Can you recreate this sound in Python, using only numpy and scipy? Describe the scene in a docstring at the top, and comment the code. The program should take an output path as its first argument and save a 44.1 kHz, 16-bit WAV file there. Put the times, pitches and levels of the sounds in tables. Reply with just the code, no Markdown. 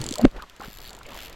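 """Fishing reel against a fish

A reel is cranked close to a body-worn camera on a quiet bank: its gears whir as grainy, swelling noise.
Line hisses off the spool, and the hand and sleeve swish past as short bands of noise that slide in pitch.
The drag slips in single ticks and two quick ratcheting runs: short rattles through metallic filters.
The hand knocks once on the camera: a swelling shudder, hard contacts and a slow shove.
Low noise is the rumble of light air on the microphone, over a faint steady hiss."""
import sys
import numpy as np
from scipy.fft import rfft, irfft, next_fast_len
from scipy.io import wavfile
from scipy.ndimage import uniform_filter1d, minimum_filter1d, map_coordinates

SR = 44100
rng = np.random.default_rng(int(sys.argv[2]) if len(sys.argv) > 2 else 0)


def wav_out(sig):
    """Save sig, one row per channel (or a flat mono array), as 16-bit PCM at SR to the path in sys.argv[1]."""
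    wavfile.write(sys.argv[1], SR, np.round(np.clip(np.atleast_2d(sig).T, -1, 1) * 32767).astype(np.int16))


N = 59535
T = np.arange(N) / SR


def amp(db):
    """Decibels to gain."""
    return 10 ** (np.asarray(db) / 20)


def unit(x):
    """Scale to rms 1."""
    return x / np.sqrt(np.mean(x ** 2) + 1e-20)


def curves(rows):
    """One value per sample for each column after the time."""
    times, *columns = np.transpose(rows)
    return [np.interp(T, times, column) for column in columns]


def wobble(rate):
    """A smooth random curve with rate knots a second."""
    return map_coordinates(rng.standard_normal(N // 4), [T * rate], mode="wrap")


def coloured(x, points):
    """x through a causal (minimum-phase) filter of unit power, shaped by (frequency [Hz], level [dB])."""
    m = 2 * next_fast_len(N)
    hz, db = np.transpose(points)
    log_hz = np.log(np.fft.rfftfreq(m, 1 / SR) + 1)
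    gain = unit(amp(np.interp(log_hz, np.log(hz), db)))
    # folding the cepstrum onto positive time makes the filter causal
    cepstrum = irfft(np.log(gain))
    cepstrum[1:m // 2] *= 2
    cepstrum[m // 2 + 1:] = 0
    response = np.exp(rfft(cepstrum))
    return irfft(rfft(x, m) * response, m)[:N]


def noise(points):
    """Coloured noise of rms 1."""
    return unit(coloured(rng.standard_normal(N), points))


def decay(t, t60):
    """A fall of 60 dB in t60 seconds."""
    return np.exp(-np.log(1000) * t / t60)


def grain():
    """Quick random level changes that make a noise grainy, at rms 1."""
    grain_per_s, grain_db = 320, 3
    return unit(amp(grain_db * wobble(grain_per_s)))


def contacts(rows, t60, tail_db):
    """A clean snap, a brief rattle and a faint tail for each (time [s], level [dB])."""
    rise_s, tail_t60_s = 0.00025, 0.051
    snap_share = 0.53  # snap against rattle, by energy norm
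    out = np.zeros(N + SR)
    t = np.arange(SR // 20) / SR
    rise = 1 - np.exp(-(t / rise_s) ** 2)
    shape = rise * (decay(t, t60) + amp(tail_db) * decay(t, tail_t60_s))
    for s, db in rows:
        rattle = shape * np.sign(rng.standard_normal(len(t)))
        rattle[np.argmax(shape)] += snap_share * np.linalg.norm(shape)
        start = max(0, round(s * SR))
        out[start:][:len(t)] += amp(db) * rattle / np.hypot(1, snap_share)
    return out[:N]


def gears():
    """Meshing gears give a grainy whir that swells with each push on the handle."""
    # swells of the whir: (time [s], body level [dB], treble level [dB])
    whir_levels = [(0, -39, -48), (.17, -52, -50.5), (.24, -35.5, -46.5), (.3, -59, -63.5),
                   (.345, -48, -64), (.365, -42.5, -49), (.41, -53, -58), (.48, -59, -64),
                   (.59, -59.5, -68), (.63, -42, -47), (.68, -52.5, -54), (.76, -61.5, -66), (.8, -49, -61),
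                   (.85, -56, -50.5), (.91, -46.5, -59), (.98, -51.5, -62), (1.03, -52.5, -59.5),
                   (1.12, -46.5, -49.5), (1.16, -46, -46.5), (1.25, -49.5, -48), (1.29, -47, -54.5),
                   (1.35, -54.5, -53)]
    # tone of the whir's body: (frequency [Hz], level [dB])
    body_colour = [(70, -24), (200, 0), (520, 1.5), (1300, -5), (2000, -11.5), (5000, -51)]
    # tone of the whir's treble: (frequency [Hz], level [dB])
    treble_colour = [(700, -22), (1700, 1), (3000, 2.5), (5600, -11), (9000, -20), (16000, -28)]
    body_db, treble_db = curves(whir_levels)
    body = amp(body_db) * grain() * noise(body_colour)
    treble = amp(treble_db) * grain() * noise(treble_colour)
    return body + treble


def line():
    """Taut line scrapes off the spool with a fine, grainy hiss while the reel is close."""
    # hiss of the line leaving the spool: (time [s], level [dB])
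    line_levels = [(0, -53.5), (.14, -54.5), (.28, -67), (.32, -86)]
    # tone of the hiss: (frequency [Hz], level [dB])
    line_colour = [(2000, -8), (3500, 4), (8800, 3.5), (16000, -18)]
    level_db, = curves(line_levels)
    return amp(level_db) * grain() * noise(line_colour)


def swishes():
    """Each brush of hand or sleeve is a short, noisy resonance that slides in pitch, with a gritty skirt."""
    # brushes: (start [s], length [s], first pitch [Hz], last pitch [Hz], level [dB])
    brushes = [(-.004, 0.027, 146, 110, -28.5), (0.028, 0.018, 204.6, 264, -35),
               (0.035, 0.0091, 950, 1050, -38), (0.106, 0.017, 270, 301, -27.5),
               (0.12, 0.022, 350, 551, -38.5), (0.151, 0.025, 1150, 1048, -41),
               (0.174, 0.02, 520.4, 619, -32.5), (0.194, 0.00636, 593.3, 614, -19.5),
               (0.198, 0.03, 792, 480, -32), (0.354, 0.016, 376, 401, -39.5),
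               (0.374, 0.022, 490, 1069, -42.5), (0.391, 0.02, 1325, 1506, -39.5),
               (0.417, 0.019, 1177, 1108, -39), (0.435, 0.01, 1117, 942, -39),
               (0.598, 0.0039, 331.6, 255.5, -34.5), (0.601, 0.0087, 1148, 1678, -36.5),
               (0.61, 0.017, 918, 950, -36.5), (0.621, 0.0336, 1194, 1626, -43),
               (0.678, 0.0089, 177.6, 148.9, -36.5), (0.904, 0.019, 563, 752, -46),
               (0.969, 0.016, 842, 750, -46.5), (1.009, 0.0097, 1302, 1274, -41.5),
               (1.049, 0.018, 2653, 2444, -45), (1.052, 0.05, 477, 560, -48),
               (1.092, 0.019, 1103, 1306, -48.5), (1.114, 0.018, 970, 901, -43.5),
               (1.146, 0.011, 999, 1086, -42), (1.237, 0.038, 2990, 2906, -48)]
    core_width = .2  # flutter rate over the sum of first and last pitch
    skirt_width, skirt_share = 1.7, .33  # flutter rate over first pitch; strength against the core

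    def flutter(rate):
        """Random drift in both strength and phase."""
        return wobble(rate) + 1j * wobble(rate)

    out = np.zeros(N)
    for s, length, first_hz, last_hz, db in brushes:
        progress = np.clip((T - s) / length, 0, 1)
        swell = np.sin(np.pi * progress)
        pitch_hz = first_hz + (last_hz - first_hz) * progress
        phase = 2 * np.pi * np.cumsum(pitch_hz) / SR
        core = flutter(core_width * (first_hz + last_hz))
        skirt = skirt_share * flutter(skirt_width * first_hz)
        brush = swell * np.real((core + skirt) * np.exp(1j * phase))
        # give every brush the energy of its swell, however the flutter falls
        out += amp(db) * brush * np.linalg.norm(swell) / (np.linalg.norm(brush) + 1e-12)
    return out


def handling():
    """Dull rubbing on the camera body is dark noise that follows a level curve."""
    # strength of the rubbing: (time [s], level [dB])
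    rub_levels = [(0, -38), (.1, -41), (.17, -81), (.25, -18), (.275, -34.5), (.31, -87)]
    # tone of the rubbing: (frequency [Hz], level [dB])
    rub_colour = [(50, -12), (130, 2), (260, -3), (450, -6), (1000, -44), (3000, -45), (9000, -83)]
    level_db, = curves(rub_levels)
    return amp(level_db) * noise(rub_colour)


def air():
    """Light air on the microphone is a low rumble that comes and goes."""
    # strength of the rumble: (time [s], level [dB])
    air_levels = [(0, -38), (.3, -51.5), (.37, -35.5), (.47, -56), (.86, -43), (.92, -49), (1.35, -46.5)]
    # tone of the rumble: (frequency [Hz], level [dB])
    air_colour = [(10, -4.5), (55, -10), (85, -19.5), (200, -25.5), (700, -93)]
    level_db, = curves(air_levels)
    return amp(level_db) * noise(air_colour)


def steady_hiss():
    """The open bank hisses alike in both ports; each port adds unrelated noise of its own."""
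    # tone of the open bank: (frequency [Hz], level [dB])
    bank_colour = [(100, -16), (1300, 6), (4600, -3.5), (5500, -6), (7800, -10.5), (9500, -21),
                   (16000, -39)]
    # tone of each port's own hiss: (frequency [Hz], level [dB])
    port_colour = [(1000, 5), (4000, -19), (12500, 9.5), (16000, -7)]
    bank_db, port_db = -56.5, -71.5
    ports = np.array([noise(port_colour), noise(port_colour)])
    return amp(bank_db) * noise(bank_colour) + amp(port_db) * ports


def run_ticks(run):
    """The pawl drops, and rebounds, each time the spool has turned one more tooth."""
    # strength of the ticks in the runs, ahead of scatter and mix: (time [s], level [dB])
    run_levels = [(.6, -34), (.72, -36), (.79, -33.5), (.85, -36), (.9, -32), (1.12, -34), (1.175, -28.5),
                  (1.3, -31.5)]
    scatter_db = 1
    rebound_s, rebound_db = 0.0035, -13  # delay and level against the first hit
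    s, rate = np.transpose(run)
    teeth = np.cumsum(np.interp(T, s, rate, left=0, right=0)) / SR
    tooth_numbers = np.arange(np.ceil(teeth[-1]))
    times = T[np.searchsorted(teeth, tooth_numbers, side="right")]
    levels = np.interp(times, *np.transpose(run_levels))
    levels = levels + scatter_db * rng.standard_normal(len(times))
    hits = list(zip(times, levels))
    rebounds = list(zip(times + rebound_s, levels + rebound_db))
    return hits + rebounds


def drag():
    """The clicker rings the reel's metal; its rings come and go as the reel tilts, the highest on the left."""
    # single slips of the drag, ahead of the mix: (time [s], level [dB])
    single_ticks = [(.0012, -38), (0.0139, -19.5), (0.039, -19.5), (0.0631, -19.5), (0.0877, -20),
                    (0.108, -21.5), (0.1237, -19), (0.138, -22.5), (0.155, -22), (0.182, -25.5),
                    (0.2125, -27.5), (0.3115, -39.5), (0.4216, -28.5), (0.4963, -30.5), (0.5629, -36.5),
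                    (0.9296, -32), (0.9485, -33.5), (0.9655, -38), (0.9874, -36), (1.0305, -34.5),
                    (1.064, -33), (1.327, -33.5)]
    # the two ratcheting runs, each a list of: (time [s], tick rate [1/s])
    ratchet_runs = [
        [(.597, 69.9), (.645, 89.6), (.672, 117.3), (.71, 105.9), (.755, 99.9), (.795, 51.3), (.835, 122.6),
         (.885, 121.6), (.908, 57.6)],
        [(1.089, 58.9), (1.125, 73.1), (1.158, 110.4), (1.193, 52.3), (1.222, 121.4), (1.252, 114.6),
         (1.275, 76.6), (1.3, 54.7)],
    ]
    # tone of a tick right by the microphone: (frequency [Hz], level [dB])
    near_colour = [(300, -25), (1800, -22.5), (2700, -6.5), (3400, 0.5), (3800, -4), (4400, 4.5),
                   (5600, -6), (6400, -1), (8000, -5.5), (8800, -20), (9400, -6.5), (10000, -17),
                   (10700, -10.5), (11300, -13.5), (16000, -37)]
    # tone of a tick farther off: (frequency [Hz], level [dB])
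    far_colour = [(300, -24), (1800, 1.5), (3100, 7.5), (4500, 7), (5500, 1), (6400, -2.5), (7200, 4),
                  (8400, -6), (9800, -8.5), (10800, -2.5), (11500, -5), (12500, -10), (16000, -16.5)]
    # low ring of the metal: (frequency [Hz], level [dB])
    low_colour = [(2600, -50), (3700, 12), (4500, 11.5), (5600, -20)]
    # middle ring of the metal: (frequency [Hz], level [dB])
    middle_colour = [(5800, -17), (7100, -0.5), (7700, -3.5), (8900, -22)]
    # high ring of the metal: (frequency [Hz], level [dB])
    whistle_colour = [(2000, -53), (6000, -16), (9700, -26), (10800, -20.5), (11300, -15), (12100, -2.5),
                      (12900, -13.5), (13700, -20), (14250, -19), (14750, -24), (15500, -14.5),
                      (16500, -11.5)]
    # the rings take turns as the reel tilts: (time [s], low [dB], middle [dB], high [dB])
    ring_levels = [(.13, -34, -9, -10.5), (.19, -28, -1.5, 1.5), (.5, -17, -34, -10.5), (.7, -24, -32, 1.5),
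                   (.865, -1, -33, 1.5), (.895, -6, -7.5, -4), (1.03, -27, -7.5, -3.5), (1.2, -26, -32, -1)]
    near_until_s, lag_s = .28, 0.0011  # lag: listed time to start of contact
    near_db, far_db, run_db = -2, -4, -4  # mix of the plain ticks, not of the rings
    tick_t60_s, tail_db = 0.0067, -19.5

    near_rows = [(s + lag_s, db) for s, db in single_ticks if s < near_until_s]
    far_rows = [(s + lag_s, db) for s, db in single_ticks if s >= near_until_s]
    near = contacts(near_rows, tick_t60_s, tail_db)
    far = contacts(far_rows, tick_t60_s, tail_db)
    run_rows = run_ticks(ratchet_runs[0]) + run_ticks(ratchet_runs[1])

    def runs():
        """Both runs, with a fresh rattle at every call."""
        return contacts(run_rows, tick_t60_s, tail_db)

    def ring(level_db, colour):
        """All ticks heard through one ring of the metal."""
        return coloured(amp(level_db) * (near + far + runs()), colour)

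    close = coloured(amp(near_db) * near, near_colour)
    distant = coloured(amp(far_db) * far + amp(run_db) * runs(), far_colour)
    low_db, middle_db, high_db = curves(ring_levels)
    both = close + distant + ring(low_db, low_colour) + ring(middle_db, middle_colour)
    left = both + ring(high_db, whistle_colour)
    return np.array([left, both])


def knock():
    """The camera body shudders ever harder, stiffens as the hand strikes and slips off, and is shoved slowly."""
    # hard contacts of the hand: (time [s], level [dB])
    cracks = [(.2452, -13.5), (.248, -4), (.2521, 4), (.2535, -5.5)]
    # tone of the contacts: (frequency [Hz], level [dB])
    crack_colour = [(90, 2), (300, 2.5), (470, -2.5), (570, 9), (730, 2), (950, -8.5), (1500, -13),
                    (2800, -13), (4200, -22), (5500, -35.5), (8000, -30), (10000, -49), (16000, -52)]
    crack_t60_s, crack_tail_db = 0.0048, -49
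    knock_s, knock_db, swell_s, fade_s = .2505, -1, 0.0095, 0.0055
    base_hz, rise_hz, stiffen_s = 230.6, 101, 0.003  # pitch rises briefly around the blow
    push_s, push_width_s, push_db = .267, 0.0093, -12.5
    recoil_s, recoil_share = 0.011, 0.21  # delay after the push; strength against it

    t = T - knock_s
    pitch_hz = base_hz + rise_hz * np.exp(-(t / stiffen_s) ** 2)
    phase = 2 * np.pi * np.cumsum(pitch_hz) / SR
    phase_at_blow = np.interp(0, t, phase)  # puts a crest on the blow
    envelope = np.exp(-np.abs(t) / np.where(t < 0, swell_s, fade_s))
    shudder = amp(knock_db) * envelope * np.cos(phase - phase_at_blow)

    push = np.exp(-((T - push_s) / push_width_s) ** 2)
    recoil = np.exp(-((T - push_s - recoil_s) / (2 * push_width_s)) ** 2)
    shove = amp(push_db) * (recoil_share * recoil - push)
    blows = coloured(contacts(cracks, crack_t60_s, crack_tail_db), crack_colour)
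    return shudder + shove + blows


def scene():
    """All is close, dry and central, except the clicker's top ring and the hiss of each port."""
    return gears() + line() + swishes() + handling() + air() + steady_hiss() + drag() + knock()


def record(dry):
    """A fast limiter ducks both ports together; the camera keeps nothing above its band limit."""
    ceiling, limit_samples, top_hz = .93, 89, 15950
    needed = np.minimum(1, ceiling / (np.abs(dry).max(axis=0) + 1e-9))
    held = minimum_filter1d(needed, size=limit_samples)
    gain = uniform_filter1d(held, size=limit_samples)
    m = 2 * next_fast_len(N)
    kept = np.fft.rfftfreq(m, 1 / SR) < top_hz
    return irfft(rfft(dry * gain, m) * kept, m)[:, :N]


dry = scene()
out = record(dry)
wav_out(out)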